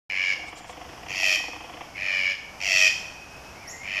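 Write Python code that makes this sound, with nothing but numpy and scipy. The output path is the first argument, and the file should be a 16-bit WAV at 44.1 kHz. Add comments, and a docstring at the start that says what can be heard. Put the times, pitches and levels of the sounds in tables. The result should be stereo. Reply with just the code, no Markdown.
"""Two toucans in a tree, over a faint low murmur of forest air. One gives the first of five harsh croaks:
a falling reedy tone, chopped into rapid pulses, rings its throat and bill, and the trees echo it.
The other rattles softly through the second croak, with brief high rustles early on. Small birds
whistle farther off, thin squeaks join the second croak, and after the third and fourth come more
whistles and one rising chirp, just ahead of the last croak."""
import sys
import numpy as np
from scipy import signal
from scipy.fft import rfft, irfft, next_fast_len
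from scipy.io import wavfile

SR = 44100
rng = np.random.default_rng(int(sys.argv[2]) if len(sys.argv) > 2 else 0)


def unload_audio(sound):
    """Save the sound as a 16-bit wav file, at the path given as the first command line argument."""
    columns = np.transpose(np.atleast_2d(sound))
    # keep every value between -1 and 1, then stretch to whole-number steps
    steps = np.round(np.clip(columns, -1, 1) * 32767)
    wavfile.write(sys.argv[1], SR, steps.astype(np.int16))


N = 176400


def undb(db):
    """Amplitude ratio of a level in decibels."""
    return 10 ** (np.asarray(db) / 20)


def unit(x):
    """Normalisation to an rms of 1."""
    return x / np.sqrt(np.mean(x ** 2) + 1e-20)


def colour(x, points, shift=1):
    """Minimum-phase filter through (Hz, dB) points, their frequencies scaled by shift."""
    size = 2 * next_fast_len(len(x))
    hz, db = np.array(points, float).T
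    gain_db = np.interp(np.log(np.fft.rfftfreq(size, 1 / SR) + 1), np.log(np.sort(hz) * shift), db)
    cepstrum = irfft(np.log(undb(gain_db)))
    cepstrum[1:size // 2] *= 2
    cepstrum[size // 2 + 1:] = 0
    return irfft(rfft(x, size) * np.exp(rfft(cepstrum)))[:len(x)]


def noise():
    """Gaussian white noise."""
    return rng.standard_normal(N)


def wander(rate_hz):
    """Random modulation of rms 1, interpolated between rate_hz values a second."""
    return unit(np.interp(np.arange(N) / SR * rate_hz, np.arange(N), noise()))


def pan(x, right_db):
    """Direction from a level difference between the ears."""
    return x * undb(np.array([[-right_db], [right_db]]) / 2)


# Spectrum of the forest air. Each row: frequency in Hz, relative level in dB.
AIR_SPECTRUM = [(25, -8.5), (45, -9.5), (62, 2.5), (85, -2.5), (130, -3.5), (250, -7), (420, -8.5),
                (560, -6.5), (760, -3), (1100, -8.5), (1550, -11), (2100, -15), (2570, -10.5),
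                (3930, -24.5), (5410, -13.5), (8070, -29), (13000, -31.5), (14500, -37)]
# Stereo width of the air. Each row: frequency in Hz, side level relative to mid in dB.
AIR_WIDTH = [(30, 3.5), (130, 4.5), (300, 10.5), (600, 2.5), (1500, -2), (5000, -2), (12000, 2)]


def forest_air(t):
    """Uncorrelated mid and side noise makes a wide, low murmur with a faint hiss."""
    mid, side = (unit(colour(noise(), AIR_SPECTRUM)) * undb(wander(4.64)) for _ in range(2))
    level_db = -45.5 - 3.5 * np.maximum(1 - t, 0)  # comes up over the first second
    return undb(level_db) * (mid + colour(side, AIR_WIDTH) * np.array([[1], [-1]]))


# Resonances of throat and bill. Each row: frequency in Hz when tuned to THROAT_HZ, relative gain in dB.
THROAT_RESPONSE = [(500, -26.5), (1250, -20.5), (1550, -26), (1880, -4), (2150, -3.5), (2460, 7), (2680, 3),
                   (2900, -7), (3180, -3), (3600, -37), (4200, -37), (4480, -11.5), (4750, -25),
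                   (5300, -27), (5680, -11.5), (6100, -26), (7400, -38.5), (8500, -60)]
# Spectrum of the breathy rasp, with the same columns.
RASP_SPECTRUM = [(500, -28.5), (1500, -4), (1950, -0.5), (2500, 13.5), (2900, 3), (3300, 6), (3800, -3.5),
                 (4500, -7), (5050, 3), (5650, 4.5), (6200, -4.5), (7500, -5), (8100, -18), (9000, -24.5),
                 (10800, -19), (12800, -19), (14500, -39)]
# The first toucan's calls. Each row: start in seconds, rise time in seconds, rise exponent, length in
# seconds, level in dB, opening effort in dB, settled pulse rate in Hz, settled tone in Hz, fraction the
# tone starts sharp, main resonance in Hz, then hum, treble, top and right-over-left gains in dB.
CROAK_CALLS = [(0.096, 0.13, 1, 0.24, -25.5, -2.5, 93.4, 565, 0, 2296, -31, -2, -6, 2.2),
               (1.081, 0.18, 1.07, 0.28, -23, -13, 94.3, 622, 0.13, 2419, -19, 4, 6.5, 3.6),
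               (1.9439, 0.092, 0.79, 0.38, -29.5, -33, 93.35, 575, 0.13, 2290, -21, -2, -4, 3),
               (2.5994, 0.12, 0.58, 0.28, -24.5, -28, 94.0, 622.7, .15, 2450, -15, 6, 4.5, 3.6),
               (3.8305, 0.2, 0.68, 0.27, -40, -28, 95.34, 612.6, .08, 2338, -7.5, -3, -4, 3.3)]
THROAT_HZ, RELEASE_S, SETTLE_S, BURST_S, RASP_S = 2460, .007, .11, .0027, .003


def croak(t, start, rise, bend, length, db, first_db, rate_hz, tone_hz, sag,
          throat_hz, hum_db, treble_db, top_db, right_db):
    """Source and filter: bursts of reedy clicks and breath excite the resonances of throat and bill."""
    age = np.maximum(t - start, 0)
    first = undb(first_db)
    attack = first + (1 - first) * np.minimum(age / rise, 1) ** bend
    effort = attack * np.exp(-np.maximum(age - length, 0) / RELEASE_S) * (t > start)
    tension = np.exp(-age / SETTLE_S)  # as it relaxes, tone and pulse rate sink and bursts lengthen
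    pulse_hz = rate_hz * (1 + .03 * tension + .009 * wander(60))
    cycles = np.cumsum(pulse_hz * (t > start)) / SR
    from_centre_s = (cycles % 1 - .5) / rate_hz
    pulse_gain = undb(.7 * noise()[cycles.astype(int)])
    gate = pulse_gain * np.exp(-(from_centre_s / (BURST_S * (1 - .4 * tension))) ** 2)
    jitter = .022 + .1 * np.exp(-age / .05)  # roughest at the onset
    hz = tone_hz * (1 + sag * tension) * (1 + jitter * wander(400))
    phase = 2 * np.pi * hz * from_centre_s  # restarts with each pulse
    reed = sum(np.cos(k * phase) for k in range(1, 21))
    hum = np.sin(2 * np.pi * np.cumsum(hz) / SR)  # the fundamental carries on between pulses
    leak = .5 * np.minimum(age / .2, 1) ** 2  # late in the call the rasp fills the gaps
    breath = noise() * (1 + .5 * np.cos(phase)) * (np.exp(-(from_centre_s / RASP_S) ** 2) + leak)
    shift = throat_hz / THROAT_HZ
    voice = unit(colour(reed * gate, THROAT_RESPONSE, shift))
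    voice += undb(hum_db) * np.sqrt(effort) * unit(hum)
    rasp = undb(-9) * unit(colour(breath, RASP_SPECTRUM, shift))
    shelves = [(3450, 0), (4450, treble_db), (8200, treble_db), (9200, top_db)]
    return undb(db) * effort * (pan(colour(voice, shelves), right_db) + colour(rasp, shelves))


# Scatter from near trunks and leaves. Each row: frequency in Hz, relative gain in dB.
NEAR_SCATTER = [(650, -8), (1000, -3), (1750, 1.5), (2300, -2), (3000, 3), (4500, 2), (9000, 1)]
# Echo from the forest behind, with the same columns.
FAR_SCATTER = [(300, -6), (650, -9), (1700, 0), (2300, -3.5), (3000, 1), (4000, -4), (5600, 1), (12000, -3)]


def tree_echo(x, t):
    """Reverberation: one distinct trunk reflection, and diffuse scatter that decays exponentially."""
    def tail(spectrum, t60_s):
        build_up = 1 - np.exp(-t / .006)
        return colour(unit(noise() * build_up * 1000 ** (-t / t60_s)), spectrum)

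    def diffuse():
        response = undb(-7) * tail(NEAR_SCATTER, t60_s=.6) + undb(-10) * tail(FAR_SCATTER, t60_s=.9)
        return signal.fftconvolve(x, response)[:N] / np.sqrt(N)

    delay_s, width = .032, .48
    trunk = undb(-11) * np.interp(t - delay_s, t, colour(x, NEAR_SCATTER))
    return trunk + diffuse() + width * diffuse() * np.array([[1], [-1]])


# The second toucan's strokes. Each row: start in seconds, relative peak level in dB.
RATTLE_STROKES = [(0.359, -40), (0.392, -39.5), (0.434, -35), (0.478, -38), (0.526, -34), (0.565, -40.5),
                  (0.6, -37.5), (0.642, -36), (0.693, -33), (0.727, -38.5), (0.769, -36.5), (0.811, -36),
                  (0.849, -40), (0.889, -35.5), (0.930, -37.5), (0.976, -39.5), (1.029, -35),
                  (1.061, -34.5), (1.102, -34.5), (1.144, -35.5), (1.196, -37), (1.226, -32),
                  (1.268, -32.5), (1.311, -38), (1.366, -33), (1.396, -35.5), (1.436, -34), (1.479, -32.5),
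                  (1.530, -32.5), (1.560, -34), (1.604, -34.5), (1.641, -32.5), (1.694, -33),
                  (1.735, -32.5), (1.768, -34.5), (1.807, -30)]
# Hollow resonances of the rattle. Each row: frequency in Hz, relative gain in dB.
RATTLE_RESPONSE = [(180, -35), (312, 6), (410, -18), (505, 2.5), (590, -21), (721, 7.5), (930, -11),
                   (1140, -3), (1450, -23), (1900, -5), (2600, -10.5), (3300, -8), (3800, -31), (9000, -67)]
STROKE_S, GLIDE_S, STROKE_FROM_HZ, STROKE_TO_HZ = .004, .005, 1400, 620


def rattle(t):
    """Pulsed excitation: puffs of noise ring throaty resonances, each with a quick downward sweep."""
    puffs, tone = np.zeros(N), np.zeros(N)
    for start, db in RATTLE_STROKES:
        span = (t > start) & (t < start + 10 * STROKE_S)
        age = t[span] - start
        envelope = undb(db) * (age / STROKE_S * np.exp(1 - age / STROKE_S)) ** .91
        hz = STROKE_TO_HZ + (STROKE_FROM_HZ - STROKE_TO_HZ) * np.exp(-age / GLIDE_S)
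        detune = 1 + .04 * rng.standard_normal()
        puffs[span] += envelope
        tone[span] += envelope * np.sin(2 * np.pi * np.cumsum(hz) / SR * detune)
    hollow = unit(colour(puffs * noise(), RATTLE_RESPONSE)) * np.sqrt(np.mean(puffs ** 2))
    return undb(-3.5) * (hollow + undb(-3) * tone)


# Soft rustles. Each row: centre in seconds, half-width in seconds, peak level in dB.
RUSTLE_SWELLS = [(0.487, 0.02, -50), (0.584, 0.017, -46), (0.7, 0.029, -49.5)]
# Their spectrum. Each row: frequency in Hz, relative level in dB.
RUSTLE_SPECTRUM = [(3000, -1.5), (6000, -2), (8200, -1.5), (11000, -18), (14000, -23)]


def rustles(t):
    """Amplitude modulation: Gaussian envelopes shape bright noise into short swishes."""
    envelope = sum(undb(db) * np.exp(-((t - at) / half) ** 2) for at, half, db in RUSTLE_SWELLS)
    return envelope * unit(colour(noise(), RUSTLE_SPECTRUM))


def gliding_note(t, contour, jitter, octave_db):
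    """Frequency modulation: a tone and its weak octave follow a pitch contour with random jitter."""
    times, hz, db = np.array(contour).T
    pitch_hz = np.interp(t, times, hz) * (1 + jitter * wander(700))
    phase = 2 * np.pi * np.cumsum(pitch_hz) / SR
    envelope = undb(np.interp(t, times, db)) * (t > times[0]) * (t < times[-1])
    return envelope * (np.sin(phase) + undb(octave_db) * np.sin(2 * phase))


# Distant birds, one list a note. Each row: time in seconds, pitch in Hz, relative level in dB.
WHISTLE_CONTOURS = [
    [(1.785, 2390, -63), (1.83, 2300, -42), (1.87, 2220, -52), (1.95, 2196, -34)],
    [(3.15, 2540, -43.5), (3.3, 2510, -45.5), (3.47, 2590, -46), (3.57, 2520, -78)],
    [(3.545, 2130, -45), (3.62, 2410, -43), (3.675, 1910, -39.5), (3.73, 1885, -43)],
    [(3.725, 2030, -39), (3.78, 2082, -39), (3.83, 2160, -32), (3.88, 2080, -50)],
    [(0.555, 7200, -44), (0.58, 7150, -47), (0.592, 7030, -56), (0.61, 6750, -60)],
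]


def whistles(t):
    """Nearly pure tones: with almost no overtone, the small birds' notes sound thin."""
    return sum(gliding_note(t, contour, jitter=.01382, octave_db=-52) for contour in WHISTLE_CONTOURS)


# Squeaks in the second croak, one list each. Each row: time in seconds, pitch in Hz, level in dB.
SQUEAK_CONTOURS = [
    [(1.09, 5950, -72), (1.1, 6200, -43), (1.14, 6600, -54), (1.19, 6170, -40)],
    [(1.135, 4830, -44), (1.165, 4720, -44), (1.21, 4550, -43)],
]


def squeaks(t):
    """Spectral broadening: strong pitch jitter spreads each high tone into a narrow band."""
    return sum(gliding_note(t, contour, jitter=.045, octave_db=-21) for contour in SQUEAK_CONTOURS)


# A small bird's chirp. Each row: time in seconds, pitch in Hz, relative level in dB.
CHIRP_CONTOUR = [(3.671, 5320, -56), (3.679, 5440, -35.5), (3.686, 5710, -40.5), (3.697, 6850, -39),
                 (3.721, 7150, -43.5), (3.76, 7100, -60)]
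# Its treble roll-off. Each row: frequency in Hz, gain in dB.
CHIRP_ROLLOFF = [(11500, 0.5), (14000, -13)]


def chirp(t):
    """A rising sweep through a low-pass filter: the octave fades as the note climbs."""
    return colour(gliding_note(t, CHIRP_CONTOUR, jitter=.026, octave_db=-12), CHIRP_ROLLOFF)


def scene():
    """Superposition of direct sound, echo and air; the distant birds have a weaker direct path."""
    t = np.arange(N) / SR
    calls = sum(croak(t, *row) for row in CROAK_CALLS) + squeaks(t)
    strokes, far_birds, small_bird = rattle(t), whistles(t), chirp(t)
    direct = calls + strokes + rustles(t) + undb(-7) * far_birds + small_bird
    into_trees = calls.mean(axis=0) + undb(-1) * strokes + far_birds + undb(4) * small_bird
    return forest_air(t) + direct + pan(tree_echo(into_trees, t), right_db=3.5)


def record(dry):
    """Gating and band limiting: the sound opens after a brief silence and loses its highest treble."""
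    start_s, fade_s, top_hz = .095, .002, 14400
    t = np.arange(N) / SR
    gate = (t > start_s) * np.minimum(t[::-1] / fade_s, 1)
    return signal.sosfilt(signal.ellip(8, .2, 70, top_hz, fs=SR, output="sos"), dry * gate)


dry = scene()
out = record(dry)
unload_audio(out)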